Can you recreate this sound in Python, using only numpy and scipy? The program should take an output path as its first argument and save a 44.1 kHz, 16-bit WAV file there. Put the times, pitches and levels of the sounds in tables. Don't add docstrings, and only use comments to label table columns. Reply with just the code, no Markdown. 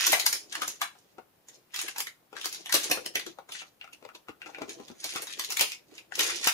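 import sys
import numpy as np
from scipy import signal
from scipy.fft import rfft, irfft, next_fast_len
from scipy.io import wavfile
from scipy.ndimage import uniform_filter1d, map_coordinates

SR = 44100
rng = np.random.default_rng(int(sys.argv[2]) if len(sys.argv) > 2 else 0)


def file_out(sig):
    cols = np.atleast_2d(sig).T
    lim = np.clip(cols, -1, 1)
    pcm = np.round(lim * 32767).astype(np.int16)
    wavfile.write(sys.argv[1], SR, pcm)


N = 287973

# [t/s, length/s, rustle level/dB, slack-sheet flutter level/dB]
STROKES = [(0, .13, -34, -55), (0.191, 0.48, -57, -59), (0.544, 0.19, -54, -67.5),
           (0.951, 0.16, -66, -81.5), (1.486, 0.086, -60.5, -65), (1.75, 0.16, -50.5, -65.5),
           (2.383, 0.22, -51.5, -60.5), (2.827, 0.0083, -38, -50), (2.933, 0.37, -59.5, -57.5),
           (3.553, 0.056, -49, -64.5), (4.464, 0.46, -62.5, -55.5), (4.7, 0.45, -58, -65.5),
           (5.02, 0.2, -48, -58), (5.308, 0.42, -52, -63.5), (5.921, 0.043, -55, -61.5),
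           (6.197, 0.11, -35.5, -51), (6.358, 0.059, -45, -56), (6.447, 0.033, -36, -74)]
# [t/s, strength level/dB, thump level/dB, ring f/Hz]
SNAPS = [(0.0064, -6.5, -12.5, 4540), (0.0659, 0, -1.5, 5540), (0.119, -5, -18.5, 8400),
         (0.1293, 4.5, -1, 1980), (0.1963, -3.5, -7.5, 4130), (0.2618, 1.5, -20, 4930),
         (0.3267, -4.5, -1, 5300), (0.356, -15.5, -22, 3770), (0.5239, -9, -6.5, 1880),
         (0.5509, -4, -21, 1450), (0.618, -0.5, 2, 1190), (0.6773, -10.5, 5.5, 6800),
         (0.8145, 2, -7.5, 1247), (1.484, -24, -7.5, 6650), (1.7408, -10.5, -11, 3120),
         (1.7596, -11.5, -16, 4500), (1.7892, -7.5, -26, 2840), (1.8033, -20, -18, 2900),
         (1.8133, -12, -14, 7000), (1.8817, -9.5, 0, 2300), (1.9592, -8.5, -17, 1050),
         (1.9811, -11, 5, 6500), (2.002, -9.5, -3, 6800), (2.068, -10.5, -3, 2000),
         (2.3651, -10, -3.5, 1460), (2.4115, -14.5, -1, 3500), (2.4427, -10.5, -10.5, 3300),
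         (2.4557, -8, -2.5, 4300), (2.525, -15.5, 1.5, 6100), (2.5453, -15.5, 2, 4000),
         (2.6578, -12.5, -16, 3040), (2.6938, -8.5, -5.5, 1960), (2.7229, -1, -9, 3700),
         (2.7404, 1.5, 5, 4000), (2.749, 0.5, -3.5, 3000), (2.898, -16, 19.5, 6100), (2.913, 2, 6.5, 2600),
         (3.059, -10, 3.5, 3940), (3.1536, 0, 5, 1810), (3.195, -13.5, -14.5, 3700),
         (3.2637, -15.5, 15, 3800), (3.489, -17, 10, 1470), (3.5187, -13.5, -19.5, 3580),
         (3.93, -19.5, 7.5, 2720), (4.149, -19.5, 13.5, 2620), (4.6923, -14, 1.5, 3100),
         (4.88, -21.5, 4, 3660), (5.041, -9.5, 6.5, 4550), (5.136, -19, 11, 6500), (5.158, -3.5, 0, 1270),
         (5.219, -15, 7.5, 7300), (5.2691, -15, -3, 3840), (5.3937, -6.5, -2.5, 3500),
         (5.4356, -16.5, -2, 3340), (5.445, -12.5, -1.5, 3900), (5.502, -10.5, -18.5, 5400),
         (5.52, -10.5, -1, 5470), (5.569, -5, -0.5, 3700), (5.593, -1, 0, 2610), (5.6084, 3, 2.5, 3000),
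         (5.7174, -10, -11.5, 2200), (5.9787, -16.5, -0.5, 2400), (6.153, -13, -30, 5440),
         (6.191, -0.5, -11, 3015), (6.23, -9.5, -8.5, 5910), (6.4711, 4.5, -18, 2460)]
# [t/s, strength level/dB, ring f/Hz]
TAPS = [(0.128, 8.5, 633), (0.951, -20.5, 741), (1.184, -13, 872), (1.181, -9, 420), (2.327, -7.5, 480),
        (2.972, -0.5, 500), (3.385, -6.5, 596), (3.549, -14.5, 1963), (3.616, -10.5, 1386),
        (3.811, -12.5, 2766), (3.841, -12.5, 1321), (3.874, -15, 1292), (4.025, -11.5, 479),
        (4.049, -7.5, 485), (4.088, -14, 1260), (4.283, -9, 1209), (4.291, -6, 333.5),
        (4.4159, -12.5, 2550), (4.459, -9, 1360), (4.491, -14.5, 749), (4.5456, -13, 2380),
        (4.583, -7, 532), (4.617, 1, 450), (4.682, -8.5, 337), (4.799, -7.5, 316), (4.9, -8, 258),
        (6.12, -10.5, 1900)]
# [t/s, level/dB]
THUDS = [(2.741, -31.5), (5.157, -32), (6.471, -27)]
# [f/Hz, relative level/dB]
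FILM_COLOUR = [(410, -42.5), (700, -1.5), (1440, -1.5), (2080, 0.5), (4900, -0.5), (6900, 1), (7800, -6),
               (10000, 0.5), (15700, -7.5), (16050, -36.5)]
# [f/Hz, width/Hz, level/dB]
SHEET_MODES = [(322.6, 102, 1.5), (510, 223, 1.5), (819, 680, -3.5)]
# [f/Hz, width/Hz, level/dB]
PANEL_MODES = [(784, 36, 10.5), (1450, 99, 13), (2150, 1100, 4.5), (2900, 150, 6.5)]
# [f/Hz, relative level/dB]
BACKGROUND_COLOUR = [(20, -31.5), (146, -15), (738, -16.5), (1440, -18), (8180, -27.5), (15300, -21),
                     (16300, -66)]
# [f/Hz, left-minus-right level/dB]
PORT_LEAN = [(100, -1), (700, 4), (8000, -1)]

RISE_DB_PER_S, SAG_DB_PER_S, FALL_DB_PER_S = 451, 16, 236.5
RUSTLE_STEEPNESS, FLUTTER_STEEPNESS = 0.88, 0.5
REST_DB, REST_FLUTTER_DB = -80.5, -72

EDGE_DB, EDGE_DB_PER_OCTAVE, EDGE_DB_PER_DB = 10, -6, 0.24
LEAD_S, SWELL_S = 0.006, 0.002
THUD_S = 0.00057

ROOM_T60_S = 0.35
SPAN = 16384
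BURST = 4096
TOP_HZ = 16800


def amp(db):
    return 10 ** (np.asarray(db) / 20)


def unit(x):
    return x / np.sqrt(np.mean(x ** 2) + 1e-20)


def along(points, hz):
    f, v = np.transpose(points)
    return np.interp(np.log(hz + 1), np.log(f + 1), v)


def causal(gain):
    cepstrum = irfft(np.log(np.maximum(gain, 1e-6)))
    half = cepstrum.shape[-1] // 2
    cepstrum[..., 1:half] *= 2
    cepstrum[..., half + 1:] = 0
    return np.exp(rfft(cepstrum))


def mode(f, hz, width):
    return 1j * f * width / (hz * hz - f * f + 1j * f * width)


def sheet(f):
    return sum((-1) ** k * amp(db) * mode(f, hz, width) for k, (hz, width, db) in enumerate(SHEET_MODES))


def filtered(x, response):
    m = next_fast_len(N + SR // 2)
    return irfft(rfft(x, m) * response(np.fft.rfftfreq(m, 1 / SR)), m)[..., :N]


def heard(pieces, starts, pan_db, desk_db, room_db):
    f = np.fft.rfftfreq(SPAN, 1 / SR)
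    shape = (len(pieces), 2, SPAN // 2)
    age = np.arange(SPAN // 2) / SR
    tail = rng.standard_normal(shape) * amp(-60 * age / ROOM_T60_S)
    tail = tail * (1 + 1.8 * np.exp(-age / 0.021)) * (1 - np.exp(-age / 0.0039))
    tail = amp(room_db) * tail / np.linalg.norm(tail, axis=2, keepdims=True)
    sparse = rng.random(shape) < 900 / SR
    tail += amp(desk_db - 60 * age / 0.023) * sparse * rng.standard_normal(shape)
    delay_s = np.array([[0], [0.00015]])
    direct = np.exp(-2j * np.pi * f * delay_s)
    dull = 1 / (1 + 1j * f / 9000)
    walls = rfft(tail, SPAN) * dull
    wet = irfft(rfft(pieces, SPAN)[:, None] * (direct + walls), SPAN)
    gain = np.linalg.norm(wet, axis=(1, 2)) / np.linalg.norm(pieces, axis=1)
    wet = wet * (np.median(gain) / gain)[:, None, None]
    wet = wet * amp([[pan_db / 2], [-pan_db / 2]])
    out = np.zeros((2, N + SPAN))
    for start, piece in zip(starts, wet):
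        out[:, start:start + SPAN] += piece
    return out[:, :N]


def stroked(db, rest_db, steepness):
    s, length = np.transpose(STROKES)[:2, :, None]
    age = np.arange(N) / SR - s
    drop_db = RISE_DB_PER_S * np.maximum(-age, 0)
    drop_db += SAG_DB_PER_S * np.clip(age, 0, length)
    drop_db += FALL_DB_PER_S * np.maximum(age - length, 0)
    strokes = amp(db[:, None] - steepness * drop_db)
    return np.sqrt(amp(rest_db) ** 2 + np.sum(strokes ** 2, 0))


def rustle():
    rustle_db, flutter_db = np.transpose(STROKES)[2:]
    t = np.arange(N) / SR
    rings_hz = 1100 * 1.6 ** np.arange(5)[:, None]
    knots = int(N * 25 / SR) + 4
    clump = np.array([map_coordinates(rng.standard_normal(knots), [t * 25]) for _ in range(6)])
    grains = (rng.random((6, N)) < 220 / SR) * rng.laplace(size=(6, N))
    grains = unit(grains * amp(3 * clump))

    rubbed = grains[1:] + 0.33 * rng.standard_normal((5, N))
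    creases = filtered(rubbed, lambda f: mode(f, rings_hz, 0.75 * rings_hz)).sum(0)
    ticks = unit(filtered(creases, lambda f: causal(amp(along(FILM_COLOUR, f))) * mode(f, 4400, 12000)))

    shaken = grains[0] + 0.69 * rng.standard_normal(N)
    flaps = unit(filtered(shaken, lambda f: sheet(f) ** 2))

    x = ticks * stroked(rustle_db, REST_DB, RUSTLE_STEEPNESS)
    x = x + flaps * stroked(flutter_db, REST_FLUTTER_DB, FLUTTER_STEEPNESS)
    pieces = np.pad(x, (0, -N % BURST)).reshape(-1, BURST)
    return heard(pieces, BURST * np.arange(len(pieces)), pan_db=0.0, desk_db=3.5, room_db=3.0)


def background():
    air, left, right = rng.standard_normal((3, N))
    shared = filtered(air, lambda f: 1.8 / (1 + (f / 700) ** 2))
    pair = np.array([left + shared, right + shared])
    coloured = filtered(pair, lambda f: amp(along(BACKGROUND_COLOUR, f)))
    return amp(-57.0) * unit(coloured)


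def clusters(voice, rate, t60, fizz):
    t = np.arange(BURST // 2) / SR - LEAD_S - SWELL_S
    draw = rng.random((len(voice), 3, len(t)))
    clicks = (draw[:, 0] < rate / SR) * (2 * draw[:, 1] - 1)
    clicks = clicks + fizz * (2 * draw[:, 2] - 1)
    clicks[:, round(LEAD_S * SR + SWELL_S * SR)] = 0.7
    clicks = clicks * amp(np.where(t < 0, -6 + 3000 * t, -60 * t / t60))
    bursts = rfft(clicks, BURST) * voice
    energy_match = np.linalg.norm(voice, axis=1, keepdims=True) / np.linalg.norm(bursts, axis=1, keepdims=True)
    return irfft(bursts * energy_match)


def snaps():
    s, db, thump_db, hz = np.transpose(SNAPS)[..., None]
    f = np.fft.rfftfreq(BURST, 1 / SR)
    edge_db = EDGE_DB + EDGE_DB_PER_OCTAVE * np.log2(10000 / hz) + EDGE_DB_PER_DB * db
    above = np.clip(np.log((f + 1) / hz) / np.log(10000 / hz), 0, 1)
    crack = causal(amp(along(FILM_COLOUR, f) + edge_db * above))
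    crack = crack * (1.28 + 1.42 * mode(f, hz, 0.22 * hz))
    voice = amp(db) * (crack + amp(thump_db) * sheet(f))
    bursts = clusters(voice, rate=3500, t60=0.019, fizz=0.036)
    starts = np.round((s[:, 0] - LEAD_S) * SR).astype(int)
    return heard(bursts, starts, pan_db=0.5, desk_db=-2, room_db=4)


def taps():
    s, db, hz = np.transpose(TAPS)[..., None]
    f = np.fft.rfftfreq(BURST, 1 / SR)
    spot_db = rng.normal(0, 2, (len(s), len(PANEL_MODES), 1))
    panel = 0
    for k, (centre, width, level) in enumerate(PANEL_MODES):
        strength = amp(level + spot_db[:, k]) * np.minimum(1, hz / centre)
        panel = panel + (-1) ** k * strength * mode(f, centre, width)
    ring = mode(f, hz, 0.08 * hz + 90)
    film = causal(amp(along(FILM_COLOUR, f)))
    voice = amp(db) * (3.2 * ring + 0.75 * panel + 0.48 * sheet(f) + 0.011 * film)
    bursts = clusters(voice, rate=570, t60=0.029, fizz=0.011)
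    starts = np.round((s[:, 0] - LEAD_S) * SR).astype(int)
    return heard(bursts, starts, pan_db=3.0, desk_db=-9, room_db=0)


def thuds():
    s, db = np.transpose(THUDS)[..., None]
    u = np.arange(BURST // 2) / SR / THUD_S
    push = u * (6 - 6 * u + u * u) * np.exp(-u)
    return heard(amp(db) * push, np.round(s[:, 0] * SR).astype(int), pan_db=9, desk_db=-21, room_db=-11)


def suppressed(x):
    z = signal.stft(x, nperseg=512)[2]
    power = np.mean(np.abs(z) ** 2, 0)
    power = uniform_filter1d(power, 9, 0)
    power = np.abs(uniform_filter1d(power, 5, 1))
    steady = np.percentile(power, 5, axis=1, keepdims=True)
    keep = power / (power + amp(26.5) * steady)
    return signal.istft(z * (0.26 + 0.92 * keep), nperseg=512)[1][:, :N]


def scene():
    return snaps() + taps() + thuds() + rustle() + background()


def record(dry):
    def ports(hz):
        return amp(np.outer([0.5, -0.5], along(PORT_LEAN, hz))) * (hz < TOP_HZ)
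    return filtered(suppressed(dry), ports)


dry = scene()
out = record(dry)
file_out(out)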